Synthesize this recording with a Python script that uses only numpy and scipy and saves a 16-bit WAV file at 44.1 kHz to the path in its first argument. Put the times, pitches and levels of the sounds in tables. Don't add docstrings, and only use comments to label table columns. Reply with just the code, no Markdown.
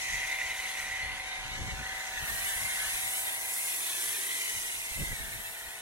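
import sys
import numpy as np
from scipy import signal
from scipy.fft import rfft, irfft, next_fast_len
from scipy.io import wavfile
from scipy.ndimage import uniform_filter1d, map_coordinates

SR = 44100
rng = np.random.default_rng(int(sys.argv[2]) if len(sys.argv) > 2 else 0)


def wav_record(signal):
    frames = np.transpose(np.atleast_2d(signal))
    bounded = np.clip(frames, -1, 1)
    quanta = np.round(bounded * 32767).astype(np.int16)
    wavfile.write(sys.argv[1], SR, quanta)


N = 256220
TIME = np.arange(N) / SR
FREQS = np.arange(N // 2 + 1) * SR / N
SIDES = np.array([[1], [-1]])

# time in seconds, place
WALK = [(0, 1.4), (1.4, 0), (2.3, 1.23), (3.3, 1.2), (4.1, 2), (5.8, 3.5)]


def from_db(db):
    return 10 ** (np.asarray(db) / 20)


def rms_one(x):
    return x / np.sqrt(np.mean(x ** 2) + 1e-20)


def in_time(rows):
    seconds, *columns = np.transpose(rows)
    return [np.interp(TIME, seconds, column) for column in columns]


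def during(rows):
    fade_s = 0.04
    outside_s = np.abs(TIME - np.clip(TIME, rows[0][0], rows[-1][0]))
    return np.exp(-outside_s / fade_s)


def swells(rows):
    return sum(from_db(db) * np.exp(-.5 * ((TIME - s) / length) ** 2) for s, db, length in rows)


def white():
    return rng.standard_normal(N)


def drift(rate_hz):
    size = next_fast_len(N // 8 + 1)
    hz = np.arange(size // 2 + 1) * SR / 8 / size
    slow = irfft(rfft(rng.standard_normal(size)) / (1 + (hz / rate_hz) ** 2), size)
    return np.interp(np.arange(N) / 8, np.arange(size), rms_one(slow))


def colour(x, spectrum):
    hz, db = np.transpose(spectrum)
    octave = np.log2(FREQS + 1)
    outside = np.abs(octave - np.clip(octave, np.log2(hz[0]), np.log2(hz[-1])))
    gain = from_db(np.interp(octave, np.log2(hz), db) - 60 * outside)
    return rms_one(irfft(rfft(x) * gain, N))


def resonance(centre_hz, width_hz):
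    phase = 2 * np.pi * np.cumsum(centre_hz + np.zeros(N)) / SR
    return drift(width_hz) * np.cos(phase) + drift(width_hz) * np.sin(phase)


def droplets(per_s, spread_db, share):
    share = np.clip(share, 0, 1)
    size_db = spread_db * np.minimum(rng.exponential(1, N), 4)
    sizes = from_db(size_db) * np.sign(white())
    impacts = rms_one(sizes * (rng.random(N) < per_s / SR))
    return np.sqrt(share) * impacts + np.sqrt(1 - share) * white()


def across(x, focus):
    focus = np.clip(focus, 0, 1)
    direct = -1j * focus * rfft(x)
    scattered = np.sqrt(1 - focus ** 2) * rfft(white()) * np.std(x)
    return irfft(direct + scattered, N)


def delayed(x, delay_ms, order):
    position = np.arange(N) - delay_ms * SR / 1000
    return np.array([map_coordinates(side, [position], order=order, mode="mirror") for side in x])


def rasp():
    # time in seconds, level in dB before the mix, centre of the resonance in Hz.
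    path = [(0, -43.5, 2000), (.1, -35.5, 1965), (.37, -37.5, 2080), (.52, -39, 2036), (.7, -44.5, 1985),
            (.8, -38, 1945), (1.0, -38.5, 2003), (1.2, -44.5, 2079), (1.33, -47, 2020), (1.45, -53, 1994)]
    # centre in seconds, peak in dB before the mix, bell spread in seconds.
    spits = [(.153, -35, 0.0026), (.243, -32, .004), (.329, -34, 0.0013), (.348, -31.5, 0.0055),
             (.388, -38, .003), (.402, -33.5, .004), (.418, -30, .004), (.457, -42, .002),
             (.482, -36, .002), (.8, -44, 0.003)]
    # frequency in Hz, relative density in dB per Hz.
    spectrum = [(1300, -56), (1750, -14), (1900, -0.5), (2060, 2.5), (2200, -6.5), (2450, -5),
                (3200, -20.5), (4800, -46), (6200, -18), (8500, -56)]
    level_db, centre_hz = in_time(path)
    gain = np.hypot(from_db(level_db) * during(path), swells(spits))
    skirt = from_db(-2.5) * colour(white() * from_db(drift(44)), spectrum)
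    core = from_db(-3.5) * resonance(centre_hz, width_hz=80)
    sound = gain * (skirt + core)
    return sound + .5 * across(sound, focus=1.0) * SIDES


def hiss(level_db, side_db):
    # frequency in Hz, relative density in dB per Hz.
    middle_spectrum = [(4000, -14.5), (5000, -10), (6300, -8.5), (7300, -3.5), (8500, 1.5), (9600, 1),
                       (10400, 1.5), (11300, -2), (12500, -2), (14000, -6), (16000, -8)]
    side_spectrum = [(3240, -33), (6000, -14), (8200, -2.5), (10600, 0), (12600, -3.5), (14000, -13.5),
                     (16000, -9)]
    # time in seconds, gain in dB.
    treble = [(0, 2), (.8, -2.5), (1.3, -3), (2.1, -0.5), (2.27, 3), (2.55, -2), (2.9, -2.5), (3.38, 1),
              (4.0, -0.5), (4.9, -2.5), (5.45, 2), (5.8, -2.5)]
    source = droplets(per_s=5000, spread_db=-1.5, share=0.17)
    middle = from_db(-1.0) * colour(source, middle_spectrum)
    side = from_db(side_db - 0.5) * colour(across(source, focus=.25), side_spectrum)
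    sound = middle + side * SIDES
    split_hz, ramp_hz = 11400, 1500
    treble_share = np.clip(.5 + (FREQS - split_hz) / ramp_hz, 0, 1)
    top = irfft(rfft(sound) * treble_share, N)
    top_db, = in_time(treble)
    flutter_db = 0.67 * drift(21)
    return from_db(level_db + flutter_db) * (sound - top + from_db(top_db) * top)


def sing():
    # time in seconds, level in dB of the middle signal.
    levels = [(.1, -51.5), (.4, -58), (1.3, -58.5), (2.15, -76), (2.45, -47), (2.9, -43), (3.2, -46),
              (3.38, -47), (3.6, -42), (4.1, -41), (4.75, -47), (5.0, -64), (5.8, -66)]
    level_db, = in_time(levels)
    centre_hz = 10400 + 70 * drift(4.5)
    middle = resonance(centre_hz, width_hz=510)
    side = from_db(-3.5) * resonance(centre_hz, width_hz=430)
    return from_db(level_db) * (middle + side * SIDES)


def sizzle():
    # time in seconds, level in dB around which the sizzle flutters.
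    levels = [(.15, -42), (.35, -46.5), (.9, -47), (1.1, -54), (1.58, -49.5), (1.86, -49.5), (2.1, -46.5),
              (2.9, -43.5), (3.35, -49.5), (3.7, -43.5), (4.6, -42.5), (5.0, -48), (5.8, -55)]
    # frequency in Hz, relative density in dB per Hz.
    spectrum = [(4200, -13), (5400, -5.5), (6100, -0.5), (6700, -2), (7400, -6), (8500, -9)]
    level_db, = in_time(levels)
    pair = np.array([colour(droplets(per_s=3600, spread_db=2.5, share=0.53), spectrum) for _ in SIDES])
    flutter_db = 1.45 * drift(24)
    return from_db(level_db + flutter_db) * pair


def spray(level_db, side_db):
    # frequency in Hz, relative density in dB per Hz.
    middle_spectrum = [(1100, -7.5), (1600, -19), (1900, -3.5), (2100, 0), (2550, -3.5), (3950, -2),
                       (4780, -13), (6500, -34), (11000, -120)]
    side_spectrum = [(880, -51), (1600, -20.5), (1850, -4.5), (2100, -2), (2550, -12), (3900, -13),
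                     (4500, -21.5), (6500, -27), (11000, -120)]
    # frequency in Hz, focus from 0 scattered to 1 direct.
    directness = [(2600, 0.88), (3800, 0.55), (5000, .05), (10000, .25)]
    source = droplets(per_s=5000, spread_db=2.0, share=0.34)
    focus = np.interp(FREQS, *np.transpose(directness))
    middle = from_db(1.22) * colour(source, middle_spectrum)
    side = from_db(3.0 + side_db) * colour(across(source, focus), side_spectrum)
    flutter_db = .7 * drift(20)
    return from_db(level_db + flutter_db) * (middle + side * SIDES)


def wash(level_db):
    # frequency in Hz, relative density in dB per Hz.
    spectrum = [(700, -3.5), (1000, -13.5), (1300, -4.5), (1500, 4.5), (1750, 7.5), (2000, 7), (2300, -9.5)]
    source = droplets(per_s=4000, spread_db=2.5, share=0.6)
    middle = colour(source, spectrum)
    side = from_db(-12) * colour(across(source, focus=0.97), spectrum)
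    return from_db(level_db - 2.2) * (middle + side * SIDES)


def well():
    # time in seconds, centre in Hz, level in dB of the middle signal.
    lower_path = [(1.45, 1970, -55), (1.65, 2100, -63), (1.8, 1697, -54), (1.89, 2020, -43.5),
                  (1.97, 1940, -49), (2.08, 1860, -57), (2.16, 1852, -52), (2.27, 1800, -46.5),
                  (2.42, 1930, -49.5), (2.68, 2110, -44), (2.8, 1997, -51), (3.02, 1987, -56),
                  (3.2, 1980, -57), (3.35, 2003, -50.5), (3.65, 2100, -48), (3.85, 1984, -63),
                  (4.0, 1656, -50.5), (4.16, 1740, -52), (4.32, 2019, -45.5), (4.65, 1950, -50.5),
                  (4.76, 1894, -65), (4.88, 2058, -56), (5.1, 2040, -48), (5.22, 1730, -53),
                  (5.45, 1788, -54), (5.75, 1960, -54)]
    upper_path = [(3.6, 3665, -64), (3.88, 3505, -50), (4.0, 3460, -51), (4.2, 3284, -56),
                  (4.32, 3130, -57), (4.43, 3024, -49), (4.62, 2924, -54), (4.75, 2780, -57),
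                  (5.0, 2624, -55)]
    lower_hz, lower_db = in_time(lower_path)
    upper_hz, upper_db = in_time(upper_path)
    lower = during(lower_path) * from_db(lower_db) * resonance(lower_hz, width_hz=70)
    upper = during(upper_path) * from_db(upper_db) * resonance(upper_hz, width_hz=63)
    sound = lower + upper
    return sound + from_db(3.5) * across(sound, focus=1.0) * SIDES


def drum():
    # frequency in Hz, relative density in dB per Hz.
    spectrum = [(150, -28), (290, -4), (385, 3), (470, -2.5), (620, -52)]
    place, = in_time(WALK)
    arch_place, fade_db = 2.08, 12
    level_db = -59.5 - fade_db * np.abs(place - arch_place)
    return from_db(level_db) * colour(droplets(per_s=1100, spread_db=-5.0, share=0.15), spectrum)


def echoes(x, car, ground):
    # time in seconds, delay off the car in ms, delay off the ground in ms.
    delays = [(0, 1.64, 5), (.55, 1.3, 5.8), (.7, 1.42, 5.3), (1.5, 1.35, 4.1), (2.05, 1.47, 3.94),
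              (2.75, 1.88, 4.76), (3.35, 1.12, 3.65), (4.0, 1.22, 3.55), (4.3, 2.0, 2.95),
              (4.75, 2.06, 2.8), (5.3, 1.7, 3.22), (5.8, 1.08, 2.72)]
    out = x.copy()
    for delay_ms, gain in zip(in_time(delays), (car, ground)):
        out += gain * delayed(x, delay_ms, order=3)
    return out / np.sqrt(1 + car ** 2 + ground ** 2)


def wander(x, count, gain, sway_ms):
    out = x.copy()
    for delay_ms in np.geomspace(.6, 5, count):
        swaying_ms = delay_ms + sway_ms * drift(1.2)
        out += gain * drift(9.4) * delayed(x, swaying_ms, order=2)
    return out / np.sqrt(1 + count * gain ** 2)


def pump():
    # multiple of the shaft rate, then the middle level in dB rms around which the tone wavers,
    # heard at the front door, at the back door, at the rear wheel and at the bumper.
    tones = [(21, -65, -64.5, -81, -86), (24, -74, -63, -78, -72), (25, -79, -60.5, -63, -62.5),
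             (28, -59, -63, -68, -65), (29, -53.5, -51, -67, -66), (33, -66, -64, -67, -65.5),
             (35, -57, -58.5, -66, -64), (36, -73, -60.5, -62, -70.5), (37, -67, -60, -67, -72),
             (39, -57, -62.5, -66.5, -71), (56, -67, -62, -72, -62), (59, -60, -65, -74, -91)]
    faint_tones = [15, 17, 19, 20, 27, 31, 38]
    # frequency in Hz, relative density in dB per Hz.
    rattle_spectrum = [(200, -2), (400, -6), (600, 1), (800, 2.5), (1150, 2.5), (1600, 3), (2500, -19)]
    shaft_hz, hum_hz = 26.32, 120
    hum_db, faint_db = -74, -73.5
    place, = in_time(WALK)
    turn = 2 * np.pi * np.cumsum(shaft_hz * (1 + 0.001 * drift(5.8))) / SR
    hum = np.sqrt(2) * from_db(hum_db) * np.sin(2 * np.pi * hum_hz * TIME)
    for multiple, *levels_db in tones + [(multiple, faint_db) for multiple in faint_tones]:
        waver_db = drift(1.5)
        level_db = np.interp(place, np.arange(len(levels_db)), levels_db) + waver_db
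        phase = multiple * turn + rng.uniform(0, 2 * np.pi)
        hum += np.sqrt(2) * from_db(level_db) * np.sin(phase)
    strokes = 1 + .6 * np.cos(turn * 6)
    distance_db = -1.5 * place
    rattle = from_db(-53.5 + distance_db) * colour(white() * strokes, rattle_spectrum)
    sound = hum + rattle
    return sound + from_db(-21.0) * across(sound, focus=0.86) * SIDES


def eddies(spectrum, shared_db):
    shared, left, right = [colour(white(), spectrum) for _ in range(3)]
    pair = from_db(shared_db) * shared + np.array([left, right])
    power = uniform_filter1d(np.mean(pair ** 2, axis=0), size=1800)
    return pair * np.sqrt(np.mean(power) / (power + 1e-9))


def wind():
    # centre in seconds, peak gain in dB before the breeze's wavering, bell spread in seconds.
    gusts = [(.35, -63.5, 1), (1.15, -58.5, 0.2), (1.6, -47, 0.11), (2.4, -58.5, 0.56), (5.15, -56, 0.25)]
    # centre in seconds, gain of the deep push in dB, of the flutter in dB, bell spread in seconds.
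    buffets = [(0.15, -48.5, -52, 0.041), (1.14, -51, -58, .02), (1.464, -47, -51, 0.016),
               (1.524, -49, -55, 0.024), (1.616, -39.5, -43, 0.025), (1.678, -55, -42.5, .014),
               (1.734, -39, -42.5, 0.011), (1.807, -57, -43, 0.017), (2.231, -53, -48, 0.018),
               (2.327, -51, -48, 0.022), (2.57, -56, -60, 0.017), (2.64, -51, -50.5, 0.028),
               (3.056, -65, -56, 0.024), (4.572, -53, -57, 0.026), (4.92, -46, -61, 0.0096),
               (4.973, -46, -46, 0.012), (5.018, -35, -38, 0.018), (5.09, -41, -52, 0.017),
               (5.13, -37.5, -44.5, 0.0095), (5.208, -43, -65, 0.01), (5.361, -54, -52, 0.045)]
    # frequency in Hz, relative density in dB per Hz.
    push_spectrum = [(15, -1.5), (42, 8), (75, 1), (120, -11), (200, -14.5), (400, -21.5), (700, -23),
                     (1500, -69)]
    flutter_spectrum = [(40, 4), (130, 2), (200, -7), (320, -14.5), (600, -19.5), (1200, -61)]
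    street_spectrum = [(20, 2), (60, 2), (130, -1), (250, 0.5), (520, 5), (900, -9)]
    calm_db = -68
    breeze = np.hypot(from_db(calm_db), swells(gusts)) * from_db(4.1 * drift(10))
    push_buffets = swells([(s, db, length) for s, db, _, length in buffets])
    flutter_buffets = swells([(s, db, length) for s, _, db, length in buffets])
    push_gain = np.hypot(breeze, push_buffets)
    flutter_gain = np.hypot(from_db(-7.5) * breeze, flutter_buffets)
    push = push_gain * eddies(push_spectrum, shared_db=-7.5)
    flutter = flutter_gain * eddies(flutter_spectrum, shared_db=-1)
    street = from_db(-70.5) * colour(white(), street_spectrum)
    return push + flutter + street


def scene():
    # time in seconds, level in dB; only the swing from a usual level counts.
    nozzle_path = [(0.03, -51), (0.81, -47), (1.01, -55), (1.58, -55.5), (2.18, -49), (2.27, -43),
                   (2.5, -36.5), (2.69, -39.5), (3.18, -34.5), (3.39, -40), (3.58, -35.5), (3.95, -37.5),
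                   (4.02, -35), (5.78, -47)]
    fan_path = [(0, -46), (.72, -44), (.87, -47.5), (1.85, -48), (2.2, -47), (2.5, -43.5), (2.6, -46.5),
                (2.78, -43), (3.44, -49.5), (3.92, -43), (4.45, -44), (4.82, -48), (5.05, -48), (5.78, -52)]
    patter_path = [(0, -62), (.24, -51), (1.72, -50), (1.84, -45.5), (2.25, -46.5), (2.5, -47), (2.9, -44),
                   (3.06, -50.5), (3.8, -54.5), (4.1, -49), (4.5, -60), (4.95, -57), (5.22, -52),
                   (5.78, -54)]
    # time in seconds, spray side gain in dB, hiss side gain in dB.
    aim = [(0, 5.5, 2), (.55, -1.5, -1.5), (1.1, 5, 1.5), (2.55, 4, 0), (3.3, 7, -5.5), (4.2, 0, -8),
           (4.8, 5, -6.5), (5.8, 3.5, -6)]
    nozzle_swing_db = in_time(nozzle_path)[0] + 40
    fan_swing_db = in_time(fan_path)[0] + 47
    patter_swing_db = in_time(patter_path)[0] + 50
    spray_side_db, hiss_side_db = in_time(aim)

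    foam = spray(-48 + fan_swing_db, spray_side_db) + wash(-47.5 + 1.26 * patter_swing_db)
    mist = hiss(-40 + 0.97 * nozzle_swing_db, hiss_side_db) + sing() + sizzle()
    foam = wander(echoes(foam, car=0.26, ground=0.56), count=4, gain=0.24, sway_ms=0.1)
    mist = wander(echoes(mist, car=0.2, ground=0.14), count=4, gain=0.13, sway_ms=0.08)
    return rasp() + mist + foam + well() + drum() + pump() + wind()


def record(dry):
    cutoff_hz, ripple_db, rejection_db = 15850, .1, 75
    low_pass = signal.ellip(12, ripple_db, rejection_db, cutoff_hz, fs=SR, output="sos")
    return signal.sosfilt(low_pass, dry)


dry = scene()
out = record(dry)
wav_record(out)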